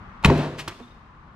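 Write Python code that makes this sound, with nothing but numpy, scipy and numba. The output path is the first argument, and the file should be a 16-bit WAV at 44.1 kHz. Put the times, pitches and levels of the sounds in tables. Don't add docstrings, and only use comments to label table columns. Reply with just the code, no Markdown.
import sys
import numpy as np
from scipy import signal
from scipy.fft import rfft, irfft
from scipy.io import wavfile
from scipy.ndimage import uniform_filter1d
from numba import njit

SR = 44100
rng = np.random.default_rng(int(sys.argv[2]) if len(sys.argv) > 2 else 0)


def boost(x):
    u = np.asarray(x, float) / 20
    return 10 ** u


def transcribe(signal):
    frames = np.atleast_2d(signal).T
    limited = np.clip(frames, -1, 1)
    pcm = np.round(limited * 32767).astype(np.int16)
    wavfile.write(sys.argv[1], SR, pcm)


N = 59535
T = np.arange(N) / SR


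def level(x, db):
    return x * boost(db) / np.sqrt(np.mean(x ** 2))


def on_log(hz, table):
    a = np.array(table, float)
    return np.interp(np.log(np.maximum(hz, 1)), np.log(a[:, 0]), a[:, 1])


def colour(x, table):
    log_gain = on_log(np.fft.rfftfreq(4096, 1 / SR), table) * np.log(10) / 20
    cepstrum = irfft(log_gain)
    cepstrum[1:2048] *= 2
    cepstrum[2049:] = 0
    impulse = irfft(np.exp(rfft(cepstrum)))
    return signal.fftconvolve(x, impulse[None], axes=1)[:, :N]


def ring(x, hz, t60):
    pole = np.exp((2j * np.pi * hz - np.log(1000) / t60) / SR)
    return signal.lfilter([1], [1, -pole], x).imag


def push(start, ms):
    u = np.clip((T - start) * 1000 / ms, 0, 1)
    force = np.sin(np.pi * u) ** 2
    return force / (force.sum() + 1e-9)


def high_pass(x, hz, order=1):
    return signal.lfilter(*signal.butter(order, hz, "high", fs=SR), x)


def pair(mid, side):
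    s = high_pass(side, 2500)
    return np.array([mid + s, mid - s])


def walk(rate):
    k = int(SR / rate)
    steps = np.repeat(rng.standard_normal(N // k + 1), k)
    return 0.85 * uniform_filter1d(uniform_filter1d(steps, k), k)[:N]


def grains(rate, scatter_db):
    u = rng.random((3, N))
    size = boost(-scatter_db * np.log(1 - u[2]))
    return level((u[0] < rate / SR) * np.sign(u[1] - .5) * size, 0)


def struck(hits, modes, shake):
    chance = rng.standard_normal((len(hits), len(modes)))
    forces = [boost(db) * push(start, ms) for start, db, ms in hits]
    out = 0
    for k, (hz, db, t60) in enumerate(modes):
        sign = -1 if hz > 450 and k % 2 else 1
        force = shake[k] + boost(3.1 * chance[:, k]) @ forces
        out = out + sign * boost(db - 7) * ring(force, hz, t60)
    return out


# start in seconds, level in dB, contact in ms.
BLOWS = [
    (0.237, -34, 0.65),
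    (0.2469, -21.5, 1.1),
    (0.2501, 2.5, 2.47),
    (0.256, -0.5, 0.27),
    (.264, 0.5, 4.1),
    (0.285, 1, 1.6),
]
# frequency in Hz, level in dB, t60 in seconds.
FACE_MODES = [(55.8, -23.5, 0.055), (88, -11.5, .1), (136.1, -2.5, 0.07), (164, -0.5, 0.049),
              (188.5, -13.5, 0.058), (400, -12.5, 0.089), (500, -21, 0.027), (916.6, 0.5, 0.041),
              (1110, -6.5, 0.05)]


def face():
    return struck(BLOWS, FACE_MODES, np.zeros(len(FACE_MODES)))


# start in seconds, level in dB, contact in ms.
BOUNCES = [
    (.2995, -6.5, 0.2),
    (.3015, -5, .4),
    (.3045, 3, 1),
    (.312, -7.5, 4.5),
    (.327, -13, 3.9),
    (.365, -32.5, 1.9),
    (.39, -8.5, 3),
]
# frequency in Hz, level in dB, t60 in seconds.
FRAME_MODES = [(60, -11.5, 0.11), (151.4, 0, 0.16), (253, 2, 0.1), (343.4, -3, 0.064), (394, -3.5, .1),
               (498.6, -4, .07), (526, -8, 0.072), (614, -10, 0.03), (683.7, -13, 0.23), (810, -7.5, 0.037),
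               (1000, -2.5, 0.015), (1210, -6.5, 0.016), (1580, -8, 0.026), (1950, -22.5, 0.018)]


def frame():
    start_s, start_db, t60_s = .31, -33.5, 0.53
    fade = (T > start_s) * boost(start_db - 60 * (T - start_s) / t60_s)
    shudder = rng.standard_normal((len(FRAME_MODES), N)) * fade
    return struck(BOUNCES, FRAME_MODES, shudder)


def board():
    return high_pass(face() + frame(), 55, order=2)


# peak in seconds, level in dB, rise in ms, fall in ms, centre frequency in Hz.
SLAPS = [(.228, -42, .7, 6.1, 2800), (0.2396, -28.5, 0.62, 3.5, 2800), (.249, -8, 1.68, 4.2, 2500),
         (0.259, -11, 2.4, 4.5, 2500), (0.3025, -12, 1.3, 2, 1300), (.380, -33, 3, 10, 5840),
         (0.599, -22.5, 8.6, 14.5, 3300), (0.6772, -23.5, 0.2, 1.33, 1620), (.681, -18.5, 1.53, 6.7, 3730),
         (0.697, -32, 2.2, 13.3, 1580), (0.725, -36.5, 5, 7.9, 1300), (.801, -38, 2, 11, 856)]
# frequency in Hz, level in dB per Hz.
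PELLET_COLOUR = [(180, -37), (300, -2.5), (656, -12.5), (946, -7.5), (1840, -15), (2440, -15),
                 (10600, -30.5), (16000, -34.5)]


def pellets():
    rattle = level(colour(pair(grains(16000, 1.5), .3 * grains(14000, 1.8)), PELLET_COLOUR), 0)
    out = 0
    for peak, db, rise, fall, hz in SLAPS:
        focus = rattle + boost(9.5) * signal.lfilter(*signal.iirpeak(hz, 0.7, fs=SR), rattle)
        focus = signal.lfilter(*signal.butter(2, min(4.1 * hz, 19000), fs=SR), focus)
        rising = ((peak - T) * 600 / rise) ** 2
        falling = (T - peak) * 1000 / fall
        out = out + boost(db - 8.5) * np.exp(-np.where(T < peak, rising, falling)) * focus
    return out


def crack():
    snap = boost(0.5) * ring(push(.2482, 0.23), 2500, .014)
    click = 1. * (np.arange(N) == int(.2639 * SR))
    return snap - boost(-11) * high_pass(click, 4000)


# start in
# seconds, level in dB, contact in ms, pitch in Hz, t60 in seconds.
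KNOCKS = [(.2365, -25, 0.15, 890, 0.086), (.2575, -17, 0.25, 2030, 0.0068), (.266, -2.5, 2.8, 88, 0.21),
          (.2993, 0.5, 0.39, 1000, 0.018), (0.301, -17, 0.17, 1856, 0.026),
          (0.586, -30.5, 1.85, 600, 0.016), (0.596, -54, 0.32, 954, 0.071),
          (0.6773, -16, 0.39, 1400, 0.015), (0.676, -23, 6.1, 100, 0.07), (.680, -40, 1, 330, .03),
          (.799, -40, 0.82, 713, 0.14), (.803, -33, 2.1, 464, 0.11), (.808, -24.5, 3.6, 242, 0.21)]


def thuds():
    return sum(boost(db) * ring(push(start, ms), hz, t60) for start, db, ms, hz, t60 in KNOCKS)


# time in seconds, level in dB.
SLIDE = [
    (.235, -58),
    (.25, -29),
    (.275, -18.5),
    (.34, -23.5),
    (.44, -23),
    (.5, -33.5),
    (.57, -38),
    (.645, -50),
    (.75, -55.5),
]
# frequency in Hz, level in dB per Hz.
CLOTH_COLOUR = [(180, -38.5), (300, -8.5), (574, -10), (787, -13), (4090, -30.5), (12300, -56),
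                (16000, -81)]


def slide():
    scrape = level(colour(pair(grains(20000, 0.45), .4 * grains(14000, 0.9)), CLOTH_COLOUR), 0)
    return scrape * boost(np.interp(T, *np.array(SLIDE).T) + .7 * walk(130))


# frequency in Hz, t60 in seconds.
ROOM_T60 = [(60, 1), (250, 0.89), (1000, .8), (4000, 0.83), (9000, 0.89), (15000, 0.15)]


def room(x):
    delay_s, tail_db = 0.0066, -12.5
    noise = rfft(pair(rng.standard_normal(N), rng.standard_normal(N)))
    hz, tail = np.fft.rfftfreq(N, 1 / SR), 0
    for centre in 40 * 2. ** np.arange(10):
        octave = np.abs(np.log2(hz / centre + 1e-9)) < .5
        tail = tail + irfft(noise * octave, N) * boost(-60 * T / on_log(centre, ROOM_T60))
    tail = tail * np.clip(T / delay_s - 1, 0, 1)
    tail = tail / np.sqrt((tail ** 2).sum(1).mean())
    return boost(tail_db) * signal.fftconvolve(x.mean(0)[None], tail, axes=1)[:, :N]


# start in seconds, length in seconds, pitch in Hz, level in dB, share of pitch lost in the fall.
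CHIRPS = [
    (0.817, 0.04, 3640, -49.5, 0.046),
    (.870, 0.0206, 3830, -49, 0.068),
    (0.903, 0.025, 3750, -53.5, 0.017),
]


def bird():
    out = 0
    for start, length, hz, db, fall in CHIRPS:
        u = np.clip((T - start) / length, 0, 1)
        phase = 2 * np.pi * np.cumsum(hz * (1 - fall * u ** 2)) / SR
        out = out + boost(db + 3.6 * walk(400)) * np.sin(np.pi * u) * np.sin(phase)
    return out


# frequency in Hz, level in dB per Hz.
ROAD_COLOUR = [(15, -48), (25, -0.5), (115, -4.5), (219, -6.5), (488, -30), (1090, -10), (2130, -28),
               (6130, -55), (12000, -78), (15600, -100), (22000, -120)]


def road():
    noise = pair(rng.standard_normal(N), 1.8 * rng.standard_normal(N))
    spectrum = rfft(level(colour(noise, ROAD_COLOUR), -43))
    hz, swell, out = np.fft.rfftfreq(N, 1 / SR), walk(6.7), 0
    band = np.floor(2 * np.log2(np.maximum(hz, 20) / 20))
    for k in range(int(band.max()) + 1):
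        out = out + irfft(spectrum * (band == k), N) * boost(.7 * swell + .8 * walk(14))
    return out


def scene():
    side = np.array([[.5], [-.5]])
    near = board() + pellets() + crack() + slide() + thuds()
    near = near * boost(side * -2.5 * (T > .65))
    far = bird()
    return near + room(near + 1.6 * far) + far + road() * boost(side * 2)


# frequency in Hz, left lead in radians.
PORT_PHASE = [(100, 0), (600, -0.32), (1500, -0.67), (3000, -0.96), (6000, -1.3), (11000, -0.24),
              (16000, -.4)]
# frequency in Hz, left minus right in dB.
PORT_DB = [(60, 1.1), (400, 0.25), (1300, 1.2), (2800, 3), (5000, 1.5), (9000, -0.5), (15000, -6.5)]


def ports(x):
    hz = np.fft.rfftfreq(N, 1 / SR)
    left = boost(on_log(hz, PORT_DB) / 2) * np.exp(.5j * on_log(hz, PORT_PHASE))
    return irfft(rfft(x) * np.array([left, 1 / left]), N)


@njit
def follow(x, up, down):
    e, y = 0., np.empty(len(x))
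    for i in range(len(x)):
        e += (x[i] - e) * (up if x[i] > e else down)
        y[i] = e
    return y


def auto_gain(x):
    threshold_db, ratio, attack_s, release_s = -41.5, 1.2824, 0.053, 1.1
    envelope = follow(np.abs(x).mean(0), 1 / (attack_s * SR), 1 / (release_s * SR))
    return x * np.minimum(boost(threshold_db) / (envelope + 1e-9), 1) ** (1 - 1 / ratio)


def roll_off(x):
    return signal.sosfilt(signal.butter(12, 16440, fs=SR, output="sos"), x)


def record(dry):
    x = auto_gain(ports(dry))
    mix = signal.sosfilt(signal.ellip(8, .2, 70, 15800, fs=SR, output="sos"), x)
    return roll_off(mix)


dry = scene()
out = record(dry)
transcribe(out)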